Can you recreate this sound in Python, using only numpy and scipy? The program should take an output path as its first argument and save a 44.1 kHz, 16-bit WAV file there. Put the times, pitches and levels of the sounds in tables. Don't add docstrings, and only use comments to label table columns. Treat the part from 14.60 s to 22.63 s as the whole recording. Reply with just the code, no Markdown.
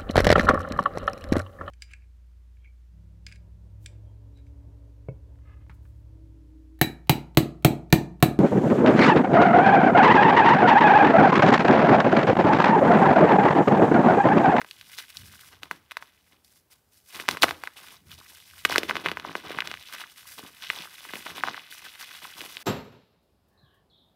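import sys
import numpy as np
from scipy import signal
from scipy.fft import rfft, irfft
from scipy.io import wavfile
from scipy.ndimage import uniform_filter1d

SR = 44100
rng = np.random.default_rng(int(sys.argv[2]) if len(sys.argv) > 2 else 0)


def put_to_file(sound):
    columns = np.atleast_2d(sound).T
    safe = np.clip(columns, -1, 1)
    whole_steps = np.round(safe * 32767)
    wavfile.write(sys.argv[1], SR, whole_steps.astype(np.int16))


N = 354123
TIME_S = np.arange(N) / SR

# start in seconds, burst level in dB, pitch in Hz,
# cycles to reach the peak, level in dB of the thud in the palms (both levels before the trims below).
BURSTS = [(0.0156, -20, 1700, 0.94, -49), (0.0461, -29, 1580, .65, -44.5), (0.111, -25, 3160, 1.16, -70),
          (0.212, -28.5, 2840, 0.66, -63), (0.386, -19.5, 3560, 0.6, -54), (0.5704, -22.5, 4400, 1.07, -63),
          (1.0327, -20, 2360, 0.59, -45), (1.1117, -13, 1614, 0.78, -33), (1.3108, -25, 2400, 0.76, -65),
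          (1.318, -20.5, 2050, 0.48, -58), (1.3695, -14.5, 1780, 0.65, -51), (1.4247, -26, 1660, .65, -56),
          (1.8466, -41, 6900, 0.41, -86), (2.5992, -19.5, 2020, 0.88, -33), (2.683, -14.5, 2120, 0.62, -33),
          (2.6878, -1, 1750, 0.48, -21), (2.7114, -13.5, 3530, 0.51, -50), (2.7711, -17, 1820, 0.62, -37),
          (2.8226, -7.5, 4500, 1.8, -40), (2.831, 0.5, 3100, 1.1, -47), (2.8345, -1, 1330, 0.78, -19),
          (2.837, -4.5, 2530, 0.89, -27), (2.8404, -9, 1880, 0.72, -11.5), (2.8417, -4, 1370, 0.68, -17.5),
          (2.8828, -18.5, 1700, 1.2, -35), (2.8912, -15, 2200, .5, -48), (2.9093, -11.5, 1400, 0.45, -30),
          (3.037, -17, 1490, 0.55, -55), (3.0733, -20, 1800, 1.46, -44.5), (4.0505, -2, 2160, 0.69, -54),
          (4.0532, -5, 2040, 1.02, -22.5), (4.098, -17.5, 1290, 0.82, -24), (4.124, -14, 1790, 1.5, -33),
          (4.159, -4, 1610, 0.98, -21), (4.1813, -1.5, 3060, 0.8, -12.5), (4.2324, -15, 2370, 0.83, -22),
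          (4.2953, -12, 2520, 1.1, -28), (4.3098, -9.5, 1680, 0.88, -29), (4.355, -13, 1900, 0.58, -27),
          (4.3675, -9.5, 1970, 0.44, -28), (4.4604, -5.5, 1860, 0.56, -30), (4.4664, -15.5, 2400, 1.2, -34),
          (4.486, -11.5, 2360, .7, -43), (4.5157, -11.5, 2470, 0.47, -25),
          (4.5714, -14.5, 1710, 0.64, -36.5), (4.5984, -19, 2260, 0.42, -46), (4.649, -21, 1055, 1.16, -36),
          (4.7532, -11.5, 1640, 0.59, -24.5), (4.905, -27, 1780, .75, -24.5), (4.9871, -11, 1570, .75, -35),
          (5.005, -11, 2700, 1.1, -53), (5.0208, -17.5, 1800, 1.07, -43), (5.074, -16, 3650, .55, -41),
          (5.1144, -15, 2330, 0.44, -40), (5.1403, -17, 2170, 0.48, -53.5), (6.101, -8.5, 2220, 1.18, -38),
          (6.536, -17.5, 1660, 0.42, -29.5), (6.5557, -23, 2550, 1.43, -35),
          (6.6664, -20, 2010, 0.64, -57.5), (6.8365, -7.5, 1410, 0.86, -36), (6.8748, -19, 1190, 0.84, -36),
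          (6.8845, -15, 1330, 0.96, -37), (6.9444, -23.5, 1720, 1.1, -59), (6.9775, -23.5, 1380, .85, -57),
          (7.8073, -21.5, 2970, 1.1, -40), (7.8155, -18, 2830, 0.43, -41), (7.9694, -19, 2860, 0.96, -46)]
BURST_TRIM_DB, RING_DB, THUD_TRIM_DB = 0.1, -22.5, -1.5
SPRAY_DB, SPRAY_DB_PER_OCTAVE, USUAL_POCKET_HZ = -18, 6, 2050
CRUSHED_S, CRUSHED_SPRAY_DB = 4.27, -8.5

BLIPS_PER_S, BLIP_LOW_HZ, BLIP_HIGH_HZ, BLIP_CYCLES = 24, 1100, 4200, 1.1
BLIP_DB, BLIP_RANGE_DB = 6, 10

# start in seconds, seconds until release, force level in dB,
# grip from 0 (loose foam) to 1 (paste shut in the palms), fizz level in dB.
PRESSES = [(0.002, .033, -55, 0.96, -61), (0.284, .06, -52, 0, -53), (0.368, .056, -45.5, 0, -47.5),
           (0.505, 0.13, -58, 0, -58), (0.731, 0.022, -53, .05, -56), (0.909, .028, -52, 0.81, -63),
           (1.014, 0.028, -55, 0.94, -60), (1.098, .05, -59.5, 1, -62.5), (1.406, .017, -55, 0.81, -57),
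           (1.71, .035, -66, 0.97, -82), (1.835, .14, -70, 0.0012, -61.5), (2.098, 0.027, -63, 0.76, -58),
           (2.315, .061, -69, 0, -61), (2.534, 0.096, -46, 0.85, -50.5), (2.674, 0.066, -40.5, 0.96, -46),
           (2.813, .01, -31, 0.94, -33), (2.861, .018, -44.5, .99, -50), (2.9, .012, -53, 1, -51),
           (3.006, 0.059, -54, .82, -60), (3.156, .18, -50.5, 0.67, -52.5), (3.5, .031, -50.5, 0.043, -55),
           (3.569, .03, -57, .85, -60), (3.668, .045, -59, 0.76, -55), (4.083, .042, -35.5, .93, -43),
           (4.149, .033, -39, 1, -46), (4.193, 0.046, -48.5, 1, -63), (4.275, 0.017, -36.5, 0.97, -49),
           (4.339, .036, -39.5, 1, -55), (4.434, 0.057, -38.5, 0.99, -57), (4.564, 0.049, -52.5, 1, -74),
           (4.633, 0.079, -45.5, 1, -62), (4.745, .031, -51, 1, -58), (4.833, .15, -42.5, 0.92, -56),
           (5.033, 0.075, -45.5, .86, -54), (5.313, .12, -43, .5, -50.5), (5.56, 0.019, -47.5, 0, -46),
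           (5.66, .12, -51.5, 0, -46.5), (5.77, .08, -50.5, 0.99, -56), (6.004, 0.09, -45.5, 0.24, -65),
           (6.088, .057, -51.5, 0.92, -54), (6.169, 0.04, -42, .77, -60), (6.433, 0.12, -48, 0.72, -54),
           (6.523, 0.081, -55, 1, -52), (6.65, .068, -46, 0.89, -54), (6.742, 0.039, -37.5, .79, -45.5),
           (6.834, 0.075, -43.5, .92, -63.5), (6.92, 0.074, -48, 0.59, -66),
           (7.098, 0.041, -44.5, .16, -44), (7.212, 0.046, -43, 0.51, -50),
           (7.383, 0.19, -48.5, 0.16, -54.5), (7.608, .053, -45.5, 0.64, -49), (7.75, .11, -49.5, 0.9, -51),
           (7.882, 0.17, -51, 0.65, -56)]
ATTACK_S, RELEASE_S = 0.013, 0.031
# time in seconds, crackle level in dB, fizz level in dB.
HANDLING = [(0.0, -59.5, -60), (0.89, -58.5, -56), (1.0, -75, -71), (1.25, -70.5, -76), (1.41, -64.5, -74),
            (1.69, -69, -67), (2.03, -97, -94), (2.43, -83, -69), (2.53, -49.5, -50.5),
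            (3.45, -76.5, -71.5), (3.5, -60, -59.5), (4.02, -54.5, -53), (4.74, -56.5, -63.5),
            (5.32, -48.5, -53.5), (5.53, -60.5, -59.5), (6.26, -50, -51), (7.04, -53, -59),
            (8.03, -49, -48.5)]
HANDLING_GRIP = 0.27
LOOSE_SQUELCH_DB, GRIP_SQUELCH_DB = -18.8, 19
LOOSE_GULP_DB, GRIP_GULP_DB = -27, 25.5

# middle in seconds, time from the middle to -17 dB in seconds, level in dB.
SHOVES = [(0.243, 0.13, -64.5), (0.626, 0.076, -53.5), (0.703, 0.13, -58), (1.02, 0.33, -64),
          (2.9, 0.11, -58), (3.497, 0.15, -53.5), (4.283, 0.55, -59), (5.124, 0.12, -59),
          (5.695, .1, -69.5)]
ROOM_TONE_DB = -68.5

# frequency in Hz, relative level in dB.
SPRAY_CURVE = [(1500, -10.5), (4000, 12.5), (6000, 4), (7500, -1), (11500, 0), (15500, -5)]
CRACKLE_CURVE = [(600, -13), (1000, -11.5), (1400, -6), (2400, -2), (3600, 2), (4600, -2), (6000, -0.5),
                 (7200, -11.5), (15000, -23)]
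SQUELCH_CURVE = [(200, -19.5), (420, -5.5), (650, -2), (900, 5), (1400, 6), (2800, -8.5)]
FIZZ_CURVE = [(2500, -14.5), (5000, 1), (7000, -3.5), (9000, -1.5), (12000, -1), (15500, -5)]
HOLLOW_CURVE = [(80, -7), (125, -7), (160, -1.5), (205, -6.5), (260, 1.5), (340, 3), (440, 0), (550, -2.5),
                (900, -16.5)]
RUMBLE_CURVE = [(25, -27.5), (45, -18.5), (80, 5), (120, -2.5), (180, -7.5), (280, -16), (900, -41)]
NEAR_ECHO_CURVE = [(200, 1.5), (900, -2), (3000, 5.5), (6000, -9.0), (15000, -42)]
FAR_ECHO_CURVE = [(100, 7), (350, -2.5), (1400, -10), (4000, -10.5), (15000, -19.5)]
ROOM_TONE_CURVE = [(25, -19.5), (70, 6), (130, -1.5), (1000, -12), (2000, -17.5), (7000, -22.5),
                   (15000, -18.5)]


def undb(db):
    return 10 ** (np.asarray(db) / 20)


def unit(x):
    return x / np.sqrt(np.mean(x ** 2))


def add(out, start_s, sound):
    i = max(int(start_s * SR), 0)
    out[i:i + len(sound)] += sound[:max(len(out) - i, 0)]


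def colour(x, curve):
    hz, db = np.transpose(curve)
    grid_hz = np.maximum(np.fft.rfftfreq(4096, 1 / SR), 1)
    gain = undb(np.interp(np.log(grid_hz), np.log(hz), db))
    cepstrum = irfft(np.log(gain))
    half = len(cepstrum) // 2
    cepstrum[1:half] *= 2
    cepstrum[half + 1:] = 0
    impulse = irfft(np.exp(rfft(cepstrum)))
    return unit(signal.fftconvolve(x, impulse)[:len(x)])


def walk(rate_hz):
    step = max(int(SR / rate_hz), 1)
    steps = np.repeat(rng.standard_normal(N // step + 1), step)[:N]
    return unit(uniform_filter1d(steps, step))


def chirp(hz, cycles, fall):
    rise_s = max(cycles, 0.3) / hz
    age = np.arange(int(6 * rise_s * SR) + 2) / (rise_s * SR)
    pitch_hz = hz * np.exp(-fall * (age - 1.2))
    swell = (age * np.exp(1 - age)) ** 2
    wave = swell * np.sin(2 * np.pi * np.cumsum(pitch_hz) / SR)
    return wave - swell * wave.sum() / swell.sum()


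def pops():
    out = np.zeros(N)
    t_s = np.arange(SR // 25) / SR
    spray = colour(rng.standard_normal(N), SPRAY_CURVE)
    spray_shape = np.exp(-t_s / 0.0016) + 0.22 * np.exp(-t_s / 0.0089)
    for start_s, burst_db, hz, cycles, thud_db in BURSTS:
        pocket, place = rng.random(2)
        add(out, start_s, undb(burst_db + BURST_TRIM_DB) * chirp(hz, cycles, fall=0.34))

        add(out, start_s, undb(burst_db + RING_DB) * chirp(0.5956 * hz, 3.06 * cycles, fall=0.32))

        spray_db = burst_db + SPRAY_DB + SPRAY_DB_PER_OCTAVE * np.log2(hz / USUAL_POCKET_HZ)
        if start_s > CRUSHED_S:
            spray_db += CRUSHED_SPRAY_DB
        i = int(place * (N - len(t_s)))
        add(out, start_s, undb(spray_db) * spray_shape * spray[i:i + len(t_s)])

        thud = chirp(340 + 150 * pocket, cycles=0.83, fall=0.38)
        add(out, start_s, undb(thud_db + THUD_TRIM_DB) * thud)
    return out


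def blips(crackle_db):
    out = np.zeros(N)
    for when, size, pitch, ring in rng.random((int(BLIPS_PER_S * N / SR), 4)):
        db = crackle_db[int(when * N)] + BLIP_DB + BLIP_RANGE_DB * size
        hz = BLIP_LOW_HZ * (BLIP_HIGH_HZ / BLIP_LOW_HZ) ** pitch
        add(out, when * N / SR, undb(db) * chirp(hz, BLIP_CYCLES * (0.5 + ring), fall=0.2))
    return out


def bubbles(rate_hz, low_hz, high_hz, cycles, spread_db, count=96):
    pitches_hz = np.geomspace(low_hz, high_hz, count)
    rings = rng.random(count)
    signs = rng.choice([-1, 1], count)
    voices = [sign * chirp(hz, cycles * (0.5 + ring), fall=0.27)
              for hz, ring, sign in zip(pitches_hz, rings, signs)]
    gap = np.tanh(walk(30))
    when, force, pitch = rng.random((int(rate_hz * N / SR), 3)).T
    gains = undb(-spread_db * np.log(np.maximum(force, 0.01)))
    pitch = np.clip(pitch + 0.14 * gap[(when * N).astype(int)], 0, 1)
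    picks = (pitch * (count - 1)).astype(int)
    out = np.zeros(N)
    for start_s, gain, pick in zip(when * N / SR, gains, picks):
        add(out, start_s, gain * voices[pick])
    return out / np.sqrt(uniform_filter1d(out ** 2, size=5000) + 1e-9)


def lather(crackle_db, squelch_db, fizz_db):
    crackle = bubbles(rate_hz=2200, low_hz=1288, high_hz=5960, cycles=0.73, spread_db=4.0)
    squelch = bubbles(rate_hz=900, low_hz=516, high_hz=1600, cycles=0.38, spread_db=5.0)
    flicker_db = 3.3 * rng.standard_normal(N) + 2 * walk(400)
    films = rng.standard_normal(N) * undb(flicker_db)
    films = films * np.sqrt(1 + 0.27 * uniform_filter1d(crackle ** 2, size=40))
    surge = unit(undb(2.4 * walk(45)))
    return surge * (colour(crackle, CRACKLE_CURVE) * undb(crackle_db)
                    + colour(squelch, SQUELCH_CURVE) * undb(squelch_db)
                    + colour(films, FIZZ_CURVE) * undb(fizz_db))


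def palms(gulp_db):
    gulps = bubbles(rate_hz=450, low_hz=141.0, high_hz=560, cycles=0.48, spread_db=4.0)
    return undb(gulp_db) * colour(gulps, HOLLOW_CURVE)


def hold_powers(force_db, grip, fizz_db):
    squelch_db = force_db + LOOSE_SQUELCH_DB + GRIP_SQUELCH_DB * grip
    gulp_db = force_db + LOOSE_GULP_DB + GRIP_GULP_DB * grip ** 2
    return undb([force_db, squelch_db, fizz_db, gulp_db]) ** 2


def kneading():
    times_s, crackle_db, fizz_db = np.transpose(HANDLING)
    total = hold_powers(np.interp(TIME_S, times_s, crackle_db), HANDLING_GRIP,
                        np.interp(TIME_S, times_s, fizz_db))
    age_s = TIME_S[:SR // 2]
    for start_s, length_s, force_db, grip, press_fizz_db in PRESSES:
        build = np.minimum(age_s / ATTACK_S, 1)
        release = np.exp(-np.maximum(age_s - length_s, 0) / RELEASE_S)
        powers = hold_powers(force_db, np.clip(grip, 0, 1), press_fizz_db)
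        for layer, power in zip(total, powers):
            add(layer, start_s, power * (build * release) ** 2)
    return 10 * np.log10(total)


def arms():
    swell = np.zeros(N)
    for middle_s, reach_s, db in SHOVES:
        swell += undb(db) * np.exp(-2 * ((TIME_S - middle_s) / reach_s) ** 2)
    return swell * colour(rng.standard_normal(N), RUMBLE_CURVE)


def room(x):
    t_s = np.arange(SR // 2) / SR
    near = colour(rng.standard_normal(len(t_s)), NEAR_ECHO_CURVE)
    far = colour(rng.standard_normal(len(t_s)), FAR_ECHO_CURVE)
    near = near * (t_s > 0.0018) * np.exp(-t_s / 0.0018)
    far = far * (t_s > 0.008) * np.exp(-np.log(1000) * t_s / 0.36)
    echoes = undb(-18.5) * near / np.linalg.norm(near) + undb(-21.5) * far / np.linalg.norm(far)
    return x + signal.fftconvolve(x, echoes)[:N]


def room_tone():
    return undb(ROOM_TONE_DB) * colour(rng.standard_normal(N), ROOM_TONE_CURVE)


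def scene():
    crackle_db, squelch_db, fizz_db, gulp_db = kneading()
    hands = pops() + blips(crackle_db) + lather(crackle_db, squelch_db, fizz_db) + palms(gulp_db)
    return (room(hands) + arms() + room_tone())[None]


def record(dry):
    bass_cut = signal.butter(2, 42, "high", fs=SR, output="sos")
    top_cut = signal.ellip(10, 0.2, 80, 15600, fs=SR, output="sos")
    return signal.sosfilt(np.vstack([bass_cut, top_cut]), np.clip(dry, -0.88, 0.88))


dry = scene()
out = record(dry)
put_to_file(out)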